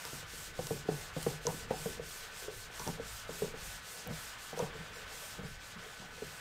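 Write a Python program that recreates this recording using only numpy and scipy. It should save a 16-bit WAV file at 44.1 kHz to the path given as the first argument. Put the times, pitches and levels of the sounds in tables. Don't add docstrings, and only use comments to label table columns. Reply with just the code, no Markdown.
import sys
import numpy as np
from scipy import signal
from scipy.fft import rfft, irfft, next_fast_len
from scipy.io import wavfile
from scipy.ndimage import uniform_filter1d, map_coordinates

SR = 44100
rng = np.random.default_rng(int(sys.argv[2]) if len(sys.argv) > 2 else 0)


def voltage_ratio(level):
    return 10 ** (np.asarray(level, float) / 20)


def output_pcm(signal):
    pcm = np.clip(np.atleast_2d(signal).T, -1, 1) * 32767
    wavfile.write(sys.argv[1], SR, np.round(pcm).astype(np.int16))


N = 282372

# time in seconds, peak in dB, pitch in Hz, t60 in seconds, snap in dB.
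TICKS = [
    (.052, -32, 5350, 0.0041, 0),
    (0.6696, -32.5, 5200, 0.0031, 0),
    (1.229, -40, 8140, 0.0036, 6),
    (1.4686, -16.5, 6100, 0.0025, -23),
    (2.796, -31.5, 5810, .005, -11),
    (2.8765, -28.5, 5800, .005, -13),
    (4.0737, -34, 14200, 0.0033, -11),
    (4.0752, -41, 12300, 0.0036, -10),
    (4.5917, -31, 6150, 0.0074, -18),
]
# frequency in Hz, width in Hz, level in dB.
BASS_MODES = [(145, 27, -0.5), (206.4, 67, -6), (106, 35, -9), (307, 102, -7.5)]
# frequency in Hz, width in Hz, level in dB.
BODY_MODES = [(455, 52, 14.5), (356, 60, -18), (544, 26, -4), (655, 155, -3)]
# time in seconds, frequency in Hz.
FLEX = [(0, 140), (.6, 145), (1.3, 146), (1.7, 163.6), (2.2, 147), (2.85, 184), (3.45, 196), (4.1, 160),
        (4.6, 169.5), (5.4, 142), (6.2, 181.6)]
# time in seconds, peak in dB, main mode in Hz, bright dB, flexing dB.
BLOWS = [(.591, -29, 507, -7, -11), (.708, -26.5, 455, -11.5, -11), (.888, -21.5, 440, -10.5, -11),
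         (.919, -32.5, 444, -16, -12), (1.165, -29.5, 515, -7.5, -8.5), (1.265, -22.5, 462, -11, -10.5),
         (1.453, -32.5, 476, -26, -13), (1.47, -28, 465, -4.5, -16), (1.708, -25, 526, -4.5, -8.5),
         (1.859, -30.5, 466, -10, -7.5), (1.996, -31.5, 462, -22, -17.5), (2.482, -31.5, 419, -17, -25),
         (2.877, -35.5, 430, -1, -4.5), (2.997, -31.5, 463, -20, -16), (3.293, -33, 455, -11.5, -10.5),
         (3.421, -24.5, 428, -14, -13), (3.443, -32, 426, -14, -28), (3.54, -38, 455, -10, -14),
         (4.53, -37, 468, -4, -9), (4.574, -33.5, 495, -12, -22), (4.593, -33, 546, 0, -11),
         (4.6, -24.5, 491, -19, -23), (6.221, -31.5, 427.6, -19, -13)]
# time in seconds, peak in dB, bright modes in dB, flexing modes in dB.
TAPS = [(.051, -45.5, 2, -12), (0.13, -43.5, -8, -3.5), (.228, -46.5, -12, -11), (.335, -47.5, -18, -5),
        (.669, -43, -7, -14), (.764, -48, -7, -5), (0.854, -47, -8, 1), (1.309, -50, -15, -3.5),
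        (1.527, -42, -20, -3.5), (1.977, -47, -12.5, -4), (2.423, -44.5, -24, -23), (2.699, -48, -6, -22),
        (2.798, -43.5, 5, -5.5), (2.975, -42, -5, -9), (4.681, -52, -8, 0), (4.752, -43, -26, -10),
        (5.014, -50, -20, -29), (6.019, -52, 4, -2), (6.177, -47, -7, -15)]
# time in seconds, peak in dB, main mode in Hz, bright dB, flexing dB.
SCUFFS = [(1.484, -31.5, 500, -4.5, -14), (2.867, -35.5, 487, -3, -3), (4.061, -43.5, 474, -1, -5),
          (4.084, -41, 487, -18, -4), (4.102, -41.5, 474, -12, 0), (4.618, -33.5, 453, -5, -7),
          (4.79, -54, 450, -15, 2.5), (5.384, -38, 461, -14, -6.5), (5.43, -39, 454, -12, -6),
          (5.48, -55.5, 455, -15, 5), (5.756, -59, 455, -12, 7.5), (5.985, -57, 520, -6, 6),
          (6.11, -60.5, 455, -8, 4.5)]


def unit(x):
    return x / np.sqrt(np.mean(x ** 2) + 1e-20)


def curves(rows):
    s, *cols = np.transpose(rows)
    return [np.interp(np.arange(N) / SR, s, c) for c in cols]


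def wobble(rate):
    return map_coordinates(rng.standard_normal(int(N * rate / SR) + 4), [np.arange(N) * rate / SR])


def filtered(x, response):
    m = next_fast_len(x.shape[-1] + 4096)
    spectrum = rfft(x, m) * response(np.fft.rfftfreq(m, 1 / SR))
    return irfft(spectrum, m)[..., :x.shape[-1]]


def modes(table, stretch=1, blur=1, tilt_db=0):
    extra = np.broadcast_to(tilt_db, len(table))

    def response(f):
        total = 0
        for k, (hz, width, db) in enumerate(table):
            damping = 1j * f * width * blur
            total = total + (-1) ** k * voltage_ratio(db + extra[k]) * damping / ((hz * stretch) ** 2 - f * f + damping)
        return total
    return response


def rush(spectrum, patchy_db):
    z = signal.stft(rng.standard_normal(N), nperseg=512)[2]
    field = uniform_filter1d(uniform_filter1d(rng.standard_normal(z.shape), 6, 0), 8, 1)
    noise = signal.istft(z * voltage_ratio(patchy_db * unit(field)), nperseg=512)[1][:N]
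    f, db = np.transpose(spectrum)
    return unit(filtered(noise, lambda hz: voltage_ratio(np.interp(np.log(hz + 1), np.log(f), db, -120, -120))))


def fan_hz():
    centre_hz, swing_hz = 1512, 12
    period_s, first_drop_s, settle_s = 2.68, 0.1676, 0.2808
    half, place = np.divmod(np.arange(N) / SR - first_drop_s, period_s / 2)
    gap = 2 * np.exp(-place / settle_s) / (1 + np.exp(-period_s / 2 / settle_s))
    return centre_hz + swing_hz * (-1) ** half * (gap - 1)


def fan():
    # frequency in Hz, level in dB per Hz.
    airflow = [(35, -31), (60, -3.5), (156, -3.5), (323, -14.5), (448, -9), (579, -4.5), (1040, -3.5),
               (1380, 0), (1600, -1.5), (2000, -3), (3300, -7), (5000, -16), (9000, -25.5), (16000, -30)]
    # order of rotation, rms in dB.
    blade_orders = [(7, -60.5), (8, -65.5)]
    # frequency in Hz, rms in dB.
    case_hum = [(1333, -72)]
    t = np.arange(N) / SR
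    rotations = np.cumsum(fan_hz() / 7) / SR
    tones = np.zeros(N)
    for order, db in blade_orders:
        tones += voltage_ratio(db + 3 + 0.42 * wobble(3.96)) * np.sin(2 * np.pi * order * rotations)
    for hz, db in case_hum:
        tones += voltage_ratio(db + 1 + wobble(5.2)) * np.sin(2 * np.pi * hz * t)
    return voltage_ratio(-51.5 + 1.14 * wobble(5.04)) * rush(airflow, patchy_db=1.1) + tones


def ticks():
    out, t = np.zeros(N + SR), np.arange(SR // 20) / SR
    for s, db, hz, t60, snap_db in TICKS:
        grit = rng.standard_normal(len(t))
        ring = np.sin(2 * np.pi * hz * t) * voltage_ratio(-60 * t / t60) * (1 - np.exp(-t / 0.000067))
        snap = voltage_ratio(snap_db - 60 * t / 0.0085) * filtered(grit, modes([(0.72 * hz, hz, 3)]))
        tail = filtered(grit, modes([(hz, 2500, 0)])) * voltage_ratio(-24 - 60 * t / 0.033)
        out[round(s * SR):][:len(t)] += voltage_ratio(db) * (ring / np.abs(ring).max() + snap + tail)
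    return out[:N]


def left_over(rows, t60):
    t = np.arange(N) / SR
    return np.sqrt(sum((t > s) * voltage_ratio(2 * (db - 60 * np.abs(t - s) / t60)) for s, db in rows))


def sway():
    free_hz, follows, width_hz = 146, .3, 35
    phase = 2 * np.pi * np.cumsum(free_hz + follows * (curves(FLEX)[0] - free_hz)) / SR
    mode = unit(wobble(width_hz) * np.cos(phase) + wobble(width_hz) * np.sin(phase))
    hits = [(s, db + bass_db - 6) for s, db, *_, bass_db in BLOWS + TAPS + SCUFFS]
    level = left_over(hits, t60=0.44)
    return uniform_filter1d(level, size=500, origin=249) * mode


def contacts():
    taps = [(s, db, 462 + 24 * rng.standard_normal(), *colour) for s, db, *colour in TAPS]
    return [(kind, *row) for kind, rows in enumerate((BLOWS, taps, SCUFFS)) for row in rows]


def pulse(t, at):
    return np.exp(-((t - at) / 0.00016) ** 2)


def knocks():
    # frequency in Hz, width in Hz, level in dB.
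    bright_modes = [(754, 78, 0.5), (977, 125, -4.5), (1014, 200, -8.5), (1244, 180, -27)]
    rattle_levels = (-11.5, -6, -18)
    out, t = np.zeros(N + SR), np.arange(SR // 5) / SR
    for kind, s, db, hz, bright_db, bass_db in contacts():
        grit, lumps, spot = rng.standard_normal((3, len(t)))
        soft = kind == 2
        firm = 1 - soft
        blow = 0.21 * pulse(t, 0.00033) + 1.52 * pulse(t, 0.00057 + 1 / hz) + 0.79 * pulse(t, 0.00035 + 2 / hz)
        build = .009 if soft else .003
        crush = (1 if soft else .4) * grit * (t / build) * np.exp(1 - t / build)
        chatter = voltage_ratio(0.74 * unit(uniform_filter1d(lumps, size=300)))
        rattle = grit * voltage_ratio(rattle_levels[kind] - 60 * t / 0.31) * (1 - np.exp(-t / 0.004)) * chatter
        struck_db = 1.7 * spot[:4]
        flex = np.interp(s, *np.transpose(FLEX)) / 145
        hard = 1.25 if min(abs(s - tick[0]) for tick in TICKS) < .004 else 1
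        groups = [(BASS_MODES, flex, bass_db + 6.0, pulse(t, 0.0022)),
                  (BODY_MODES, hz / 460, -.1, blow),
                  (bright_modes, hard, bright_db + 0.5, pulse(t, 0.002066))]
        for table, stretch, gain_db, push in groups:
            ring = filtered(firm * 0.78 * push + crush, modes(table, stretch, 0.66, struck_db))
            ring = ring + filtered(rattle, modes(table, stretch, 1.6)) / np.sqrt(1.6)
            if soft and table is BASS_MODES:
                ring = filtered(ring, lambda f: 1 / (1 + 1j * f / 228) ** 4)
            peak = np.abs(ring[:SR // 40]).max()
            out[round((s - .003) * SR):][:len(t)] += voltage_ratio(db + gain_db) * ring / peak
    return out[:N]


def judder():
    return voltage_ratio(2.0 * wobble(30)) * rng.standard_normal(N)


def panel():
    # time in seconds, thud in dB.
    pressure = [(0.0, -72), (0.12, -58), (1.78, -51), (2.41, -64), (2.58, -53), (2.67, -58.5),
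                (3.14, -50.5), (3.19, -61), (3.67, -51.5), (4.01, -69), (4.08, -52.5), (4.51, -65),
                (4.65, -51.5), (5.29, -62.5), (5.42, -54), (6.04, -66.5), (6.29, -57), (6.4, -70)]
    # frequency in Hz, level in dB per Hz.
    thud_spectrum = [(12, -32), (18, 8), (30, -1.5), (50, 4), (75, -4.5), (110, 0), (140, -25)]
    thud_db, = curves(pressure)
    push_db = thud_db - thud_db.mean()
    flex = voltage_ratio(-65 + 0.36 * push_db + 2 * wobble(5))
    dragged = voltage_ratio(-58 + 0.1 * push_db + 4.5 * wobble(6.7))
    drone = left_over([(s, db - 19) for s, db, *_ in BLOWS], t60=.5)
    hum = np.hypot(dragged, drone)
    flex = voltage_ratio(-0.74) * flex * unit(filtered(judder(), modes(BASS_MODES)))
    hum = voltage_ratio(-7.5) * hum * unit(filtered(judder(), modes(BODY_MODES, blur=0.94)))
    thud = voltage_ratio(thud_db - 0.4 + 0.98 * wobble(6.5)) * rush(thud_spectrum, patchy_db=-0.5)
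    return flex + hum + thud


def felt():
    # time in seconds, fine hiss left at the turn in dB, fine hiss at full speed
    # of the stroke that follows in dB, share of that stroke spent speeding up.
    hand_turns = [(-.08, -63, -52.5, 0.62), (.252, -74, -52, 0.53), (.53, -74, -51.5, 0.51),
                  (.853, -76, -53.5, 0.51), (1.12, -75.5, -51, 0.5), (1.4, -74, -51.5, 0.53),
                  (1.672, -78, -51, 0.55), (2.0, -79, -53, 0.48), (2.3, -67, -52.5, 0.61),
                  (2.49, -75, -55, 0.43), (2.695, -78, -51.5, 0.52), (2.992, -75, -53, 0.54),
                  (3.265, -71, -52, 0.49), (3.535, -74, -52.5, .55), (3.813, -73, -53, 0.47),
                  (4.082, -77, -53.5, 0.46), (4.37, -69, -57, 0.45), (4.555, -72, -57, 0.33),
                  (4.715, -82, -67, 0.52), (4.915, -73, -61, .5), (5.053, -76, -53, 0.49),
                  (5.41, -75, -62, 0.54), (5.582, -82, -60, 0.53), (5.765, -84, -63.5, 0.41),
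                  (6.1, -71, -60, 0.44), (6.7, -76, -58, .5)]
    # frequency in Hz, level in dB per Hz.
    fine_spectrum = [(3000, -16), (5000, -4.5), (7000, -1), (8500, 2), (10000, -3.5), (12500, -3.5),
                     (15000, -5.5), (17000, -33)]
    # frequency in Hz, level in dB per Hz.
    coarse_spectrum = [(1500, -25), (2500, -3), (3500, -1), (4600, -0.5), (5500, -1), (7500, -3.5),
                       (9500, -12)]
    turn_s, rest_db, top_db, rise = np.transpose(hand_turns)
    t = np.arange(N) / SR
    place = np.interp(t, turn_s, np.arange(len(hand_turns)))
    stroke, part = place.astype(int), place % 1
    part = part ** (np.log(.5) / np.log(rise[stroke]))
    speed = np.sin(np.pi * part)
    rest_db, top_db = np.interp(t, turn_s, rest_db), top_db[stroke]
    fine = voltage_ratio(top_db) * speed ** 1.24 + voltage_ratio(rest_db)
    shape_db = 0.5 * (2 * part - 1) - 5 * speed ** 4
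    coarse_db = -50.5 + 0.39 * (top_db + 55) + shape_db
    coarse = voltage_ratio(coarse_db) * speed ** 0.78 + voltage_ratio(rest_db + 1.5)
    fine, coarse = uniform_filter1d([fine, coarse], size=900)
    flutter_db = 0.44 * wobble(40) + .5 * wobble(200)
    fine_hiss = voltage_ratio(1.0) * fine * rush(fine_spectrum, patchy_db=-1.0)
    coarse_hiss = voltage_ratio(-0.2) * coarse * rush(coarse_spectrum, patchy_db=1.0)
    return voltage_ratio(flutter_db) * (fine_hiss + coarse_hiss)


def scene():
    mono = fan() + ticks() + sway() + knocks() + panel() + felt()
    return np.array([mono, mono])


def noise_fill(mono):
    # frequency in Hz, share of time-frequency cells replaced.
    noise_share = [(4400, .009), (11000, .014), (13500, .035), (15500, .1)]
    shift = 368
    hz, _, z = signal.stft(np.pad(mono, (shift, 0)), SR, "cosine", nperseg=2048)
    band = (np.sqrt(hz) / 6.5).astype(int)
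    luck = rng.random((band.max() + 1, z.shape[1]))[band]
    swapped = luck < np.interp(hz, *np.transpose(noise_share), left=-1)[:, None]
    noise = z * np.exp(2j * np.pi * rng.random((2,) + z.shape))
    noise = np.sqrt(1.7) * noise
    stereo = signal.istft(np.where(swapped, noise, z), SR, "cosine", nperseg=2048)[1]
    return stereo[:, shift:][:, :N]


def roll_off(x):
    return signal.sosfilt(signal.butter(12, 16360, fs=SR, output="sos"), x)


def record(dry):
    mono = filtered(dry[0], lambda hz: hz < 15740)
    mix = noise_fill(mono)
    return roll_off(mix)


dry = scene()
out = record(dry)
output_pcm(out)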